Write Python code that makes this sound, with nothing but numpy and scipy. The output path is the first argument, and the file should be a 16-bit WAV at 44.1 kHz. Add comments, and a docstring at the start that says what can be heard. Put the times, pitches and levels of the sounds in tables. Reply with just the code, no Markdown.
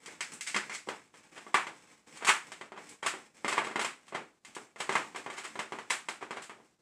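"""Twisting an ice tray over a sink

A plastic ice tray is twisted over a kitchen sink: cubes crack loose in snaps and short stick-slip runs.
Each crack is a train of broadband clicks that rings damped modes of a cube and of the tray.
Reflections of the small hard room outweigh the direct clicks; once, the tray gives way with a hollow bump.
Fingers grip and rub the frosty plastic in sparse random grains, over a faint hiss of filtered noise.
A noise gate turns the quietest moments down, and a low-pass limits the band."""
import sys
import numpy as np
from scipy import signal
from scipy.fft import rfft, irfft, next_fast_len
from scipy.io import wavfile
from scipy.ndimage import uniform_filter1d

SR = 44100
rng = np.random.default_rng(int(sys.argv[2]) if len(sys.argv) > 2 else 0)


def store_pcm(level_fs):
    """Save levels as 16-bit WAV."""
    pcm = np.round(np.clip(level_fs, -1, 1) * 32767).astype(np.int16)
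    wavfile.write(sys.argv[1], SR, np.atleast_2d(pcm).T)


N = 300551  # length in samples


def amp(db):
    """Level to amplitude: 20 dB is a factor of ten."""
    return 10 ** (np.asarray(db) / 20)


def unit(x):
    """Power normalisation: x at rms 1."""
    return x / np.sqrt(np.mean(x ** 2) + 1e-20)


def unit_energy(x):
    """Energy normalisation: x with a sum of squares of 1."""
    return x / np.sqrt(np.sum(x ** 2) + 1e-20)


def along(points, hz):
    """Logarithmic frequency scale: (Hz, value) points interpolated over log frequency."""
    point_hz, value = np.transpose(points)
    return np.interp(np.log(hz + 1), np.log(point_hz + 1), value)


def coloured(x, spectrum, size=4096):
    """Minimum-phase filtering: folding the cepstrum gives this spectrum a causal response."""
    level_db = along(spectrum, np.fft.rfftfreq(size, 1 / SR))
    cepstrum = irfft(np.log(amp(np.maximum(level_db, -100))))
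    cepstrum[1:size // 2] *= 2
    cepstrum[size // 2 + 1:] = 0
    response = irfft(np.exp(rfft(cepstrum)))
    return signal.fftconvolve(x, response)[:len(x)]


# Spectrum of the quiet room, relative: frequency_hz [Hz], density_db [dB per Hz]
HISS_SPECTRUM = [(30, -14.5), (200, 3), (3000, -15), (8000, -14), (13000, -31)]


def hiss(level_db=-73):
    """Stationary noise: random pressure filtered to the spectrum of the quiet room."""
    return amp(level_db) * unit(coloured(rng.standard_normal(N), HISS_SPECTRUM))


# Reverberation time of the kitchen: frequency_hz [Hz], t60_s [s]
ROOM_DECAY = [(150, 0.47), (500, 0.24), (1100, 0.29), (2800, 0.26), (8000, 0.25)]


def kitchen(size=256):
    """Diffuse reverberation: a fresh noise tail in which each frequency decays at its own rate."""
    hz = np.fft.rfftfreq(size, 1 / SR)
    t = np.arange(SR // size + 1) * size / 2 / SR  # frames half a window apart
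    shape = (len(hz), len(t))
    noise = rng.standard_normal(shape) + 1j * rng.standard_normal(shape)
    decay = amp(-60 * t / along(ROOM_DECAY, hz)[:, None])
    return unit_energy(signal.istft(noise * decay, nperseg=size)[1])


# Grips of the fingers on the tray: start_s [s], length_s [s], level_db [dB]
FINGER_GRIPS = [(-0.03, 0.82, -55.5), (0.858, 0.14, -53.5), (1.129, 0.14, -62), (1.314, 0.64, -57),
                (2.063, 0.59, -56.5), (2.773, 0.17, -56), (3.1, 0.14, -60), (3.335, 0.946, -61.5),
                (4.464, 0.19, -59.5), (4.77, 0.81, -53.5), (5.56, 1.1, -61)]


def grip(t, attack_s=0.016, ease_db_per_s=5.5, release_db_per_s=164):
    """Amplitude envelope: each grip takes hold quickly, eases while it lasts and lets go."""
    envelope = 0
    for start_s, length_s, level_db in FINGER_GRIPS:
        since = t - start_s
        attack = np.clip(since / attack_s, 0, 1)
        release_db = release_db_per_s * np.maximum(since - length_s, 0)
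        envelope = envelope + attack * amp(level_db - ease_db_per_s * since - release_db)
    return envelope


# Spectrum of the rubbing, relative: frequency_hz [Hz], density_db [dB per Hz]
FROST_SPECTRUM = [(50, -18), (130, -3), (350, 2.5), (1400, -1.5), (2300, 0), (4200, -9.5), (8000, -5.5),
                  (12500, -29)]


def rubbing(rate_per_s=500, spread_db=4, dry_db=-12, catch_hz=45, catch_db=3.5):
    """Friction as random micro-slips of skin and frost, bunched where fingers catch, blurred by the room."""
    t = np.arange(N) / SR
    catches = np.interp(t * catch_hz, np.arange(N), rng.standard_normal(N))  # slow random swell
    size = amp(spread_db * rng.standard_normal(N) + catch_db * catches)
    slips = rng.random(N) < rate_per_s / SR
    grains = slips * rng.standard_normal(N) * size
    heard = amp(dry_db) * grains + signal.fftconvolve(grains, kitchen())[:N]
    return grip(t) * unit(coloured(heard, FROST_SPECTRUM))


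def flex(start_s=0.553, hz=208, t60=0.083, level_db=-12):
    """Damped resonance with a gradual onset: the twisted tray gives way once with a hollow bump."""
    t = np.maximum(np.arange(N) / SR - start_s, 0)
    return amp(level_db) * unit_energy(t * amp(-60 * t / t60) * np.sin(2 * np.pi * hz * t))


def ring(t, hz, db, t60):
    """Modal superposition: exponentially damped sines, each with db as its share of the energy."""
    hz, db, t60 = np.array(np.broadcast_arrays(hz, db, t60))[:, :, None]
    strength = amp(db - 60 * t / t60) / np.sqrt(t60)  # a longer mode starts softer for the same energy
    return unit_energy(np.sum(strength * np.sin(2 * np.pi * hz * t), axis=0))


# Resonances of the tray: frequency_hz [Hz], level_db [dB, relative energy], t60_s [s]
TRAY_MODES = [(219.4, 6, 0.24), (388.5, -2.5, 0.19), (1000, 3, 0.064), (1158.4, 6, 0.055),
              (1623, -11.5, 0.16), (2087, 7, 0.07), (3214, 9, 0.089)]


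def tray_ring(t, scatter_db=3):
    """Modal excitation: the tray's fixed modes are struck at new strengths each time."""
    hz, db, t60 = np.transpose(TRAY_MODES)
    return ring(t, hz, db + scatter_db * rng.standard_normal(len(db)), t60)


def cube_ring(t, low_hz=500, high_hz=11000, count=20, low_t60=0.22, scatter=0.2):
    """Frequency-dependent damping: cube and cell get fresh modes, the high ones mostly dying first."""
    position = (np.arange(count) + rng.random(count)) / count
    hz = low_hz * (high_hz / low_hz) ** position
    share_db = 10 * np.log10(hz)  # high modes lie further apart, so each carries more
    t60 = low_t60 * np.sqrt(low_hz / hz) * np.exp(scatter * rng.standard_normal(count))
    return ring(t, hz, share_db, t60)


def click(early_t60=0.3, early_db=-2, direct_db=-11):
    """Impulse response: direct click, reflections from the near walls of the sink, room tail."""
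    tail = kitchen()
    t = np.arange(len(tail)) / SR
    near = rng.standard_normal(len(t))
    near *= np.abs(near) * amp(-60 * t / early_t60)  # a few strong reflections stand out
    return amp(direct_db) * (t == 0) + amp(early_db) * unit_energy(near) + tail


def crack(length, first_db=2.5, soften_db_per_s=200, spread_db=1.5, tray_db=-13, cube_db=-8, count=7):
    """Stick-slip fracture: one break runs on in uneven slips, each with its own reflections."""
    when = (np.arange(count) + rng.random(count) - 1) / (count - 1) * abs(length)
    size_db = spread_db * rng.standard_normal(count)
    when[0], size_db[0] = 0, first_db - soften_db_per_s * length  # long runs creep in, short ones burst
    sound = np.zeros(SR // 2)
    for start, db in zip((when * SR).astype(int), size_db):
        slip = amp(db) * click()[:len(sound) - start]
        sound[start:start + len(slip)] += slip
    sound = unit_energy(sound)
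    t = np.arange(SR // 4) / SR
    ringing = amp(tray_db) * tray_ring(t) + amp(cube_db) * cube_ring(t)
    biggest = int(when[np.argmax(size_db)] * SR)
    sound[biggest:][:len(t)] += ringing  # the biggest slip rings cube and tray
    return sound


# Basic spectrum of a crack, relative: frequency_hz [Hz], density_db [dB per Hz]
ICE_SPECTRUM = [(30, -65), (75, -41.5), (120, -19), (210, -14.5), (390, -2.5), (520, -7), (720, -4.5),
                (1100, -2.5), (2250, -3.5), (4000, -14), (6000, -18), (7900, -13), (9500, -22.5),
                (13000, -42), (15500, -44.5)]
# Band in which a splitting cube rings: frequency_hz [Hz], share [0-1]
SPLIT_BAND = [(550, 0.32), (900, 0.88), (2400, 0.7), (3400, 0.5), (5000, 0.4)]
# Colour that the taut tray adds: frequency_hz [Hz], gain_db [dB]
TAUT_COLOUR = [(200, 1), (400, -2.5), (1100, -2.5), (2150, 4.5), (3200, -1.5), (5000, 3.5), (8000, -0.5),
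               (12000, -2)]
TILT_LOW_HZ, TILT_HIGH_HZ = 450, 8000  # brightness tips the colour between these
HARD_FROM_DB, HARD_DB_PER_DB = 1, 1.97  # a crack stronger than this splits its cube
TWIST_END_S = 0.8  # until here both hands hold the tray taut, which sharpens its cracks


def ice_colour(start_s, db, brightness):
    """Spectral tilt: crisp ice tips it up, dull plastic down; a split cube or taut tray rings harder."""
    hz = np.geomspace(30, SR / 2, num=200)
    tilt_db = brightness * np.log2(np.clip(hz, TILT_LOW_HZ, TILT_HIGH_HZ) / TILT_LOW_HZ)
    split_db = HARD_DB_PER_DB * max(db - HARD_FROM_DB, 0) * along(SPLIT_BAND, hz)
    taut_db = (start_s < TWIST_END_S) * along(TAUT_COLOUR, hz)
    return np.transpose([hz, along(ICE_SPECTRUM, hz) + tilt_db + split_db + taut_db])


# Single snaps of ice and plastic:
# start_s [s], energy_db [dB], brightness [dB per octave]
ICE_SNAPS = [(0.06, -15.5, 5), (0.08, -17.5, -4.5), (0.207, -3.5, 4), (0.409, -8, 8), (0.545, -0.5, 0.5),
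             (0.563, 2, 1), (0.887, -4.5, -1.5), (1.141, -26.5, 0.5), (1.466, -17, -5), (1.543, 9.5, 0.5),
             (1.668, -9, -1.5), (2.248, -3, 3), (2.286, 2.5, 0.8), (2.519, -13, 1.8), (2.612, -12, -2),
             (2.72, -15, -4), (2.892, -21, 11), (3.138, -11, -3.5), (3.446, -1, -3), (3.669, -7, -2),
             (3.712, -12.5, -2), (3.758, 0, -2.5), (3.846, -2, 1.5), (4.081, -24, 3), (4.449, -19.5, 4),
             (4.55, -16.5, 7), (4.566, -11, -3.5), (4.76, -19, -1), (4.804, -3.5, 1.1), (4.893, 1, -2),
             (4.954, 5.5, -1.5), (5.148, -12.5, -3), (5.16, -8, 0.6), (5.262, -8.5, -3.5), (5.555, -11, -3),
             (5.591, -3, -0.3), (5.722, -6.5, -3), (5.787, -10.5, -1.8), (6.086, -4, 1.5), (6.308, -7, -2),
             (6.496, -14.5, -2)]
# Stick-slip runs of a cube working loose:
# start_s [s], length_s [s], energy_db [dB], brightness [dB per octave]
SLIP_RUNS = [(0.311, 0.046, -16.5, 19), (0.466, 0.024, -4.5, 5.5), (0.695, 0.036, -7.5, 0.5),
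             (0.73, .025, -8, 5.5), (0.866, 0.039, -13, -10), (1.358, 0.023, -14.5, 0),
             (2.15, 0.033, -17.5, 4.5), (2.207, 0.028, -9, -2.5), (2.269, 0.023, 12, 4),
             (2.76, .024, -13.5, -3.5), (3.026, 0.029, -5, -1), (3.061, 0.011, 3, 2.5),
             (3.479, 0.014, 0.5, 1.5), (3.515, 0.017, 0, 0), (3.57, 0.019, 5.5, -2), (3.639, .013, -8.5, 0),
             (3.794, 0.0056, -1, 0.2), (3.813, .01, -3.5, 2.5), (4.121, 0.028, -11.5, -6),
             (4.145, .014, -3, -2.5), (4.785, 0.039, -15.5, 4.5), (4.915, .04, -4.5, 0.5),
             (5.3, .045, -9.5, 0), (5.367, 0.024, -9, 2), (5.437, 0.015, -9, 2), (5.9, 0.013, 3.5, 3.1),
             (6.21, 0.02, -8.5, -3), (6.364, 0.014, -9.5, -2), (6.419, 0.023, -15.5, 4.5),
             (6.565, 0.041, -26.5, -8.5)]
SNAP_S = 0.0013  # the slips of a snap fall within this time


def cracks():
    """Brittle fracture: snaps and runs are the same breaking, short or drawn out."""
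    out = np.zeros(N + SR)
    snaps = [(start_s, SNAP_S, db, brightness) for start_s, db, brightness in ICE_SNAPS]
    for start_s, length_s, db, brightness in snaps + list(SLIP_RUNS):
        colour = ice_colour(start_s, db, brightness)
        sound = amp(db) * unit_energy(coloured(crack(length_s), colour))
        out[round(start_s * SR):][:len(sound)] += sound
    return out[:N]


def scene():
    """Linear superposition: hiss, rubbing, the tray's bump and the cracks add at one microphone."""
    return (hiss() + rubbing() + flex() + cracks())[None]


def record(dry, gate_db=-72, gate_ratio=3.5, gate_depth_db=8, gate_s=0.02, top_hz=15550):
    """Downward expansion and band limiting: quiet moments are turned down, the top is cut off."""
    power = uniform_filter1d(dry ** 2, int(gate_s * SR))
    level_db = 10 * np.log10(np.abs(power) + 1e-20)
    gain_db = np.clip(gate_ratio * (level_db - gate_db), -gate_depth_db, 0)
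    gated = dry * amp(gain_db)
    m = next_fast_len(N + SR // 2)
    passed = np.fft.rfftfreq(m, 1 / SR) < top_hz
    return irfft(rfft(gated, m) * passed, m)[:, :N]


dry = scene()
out = record(dry)
store_pcm(out)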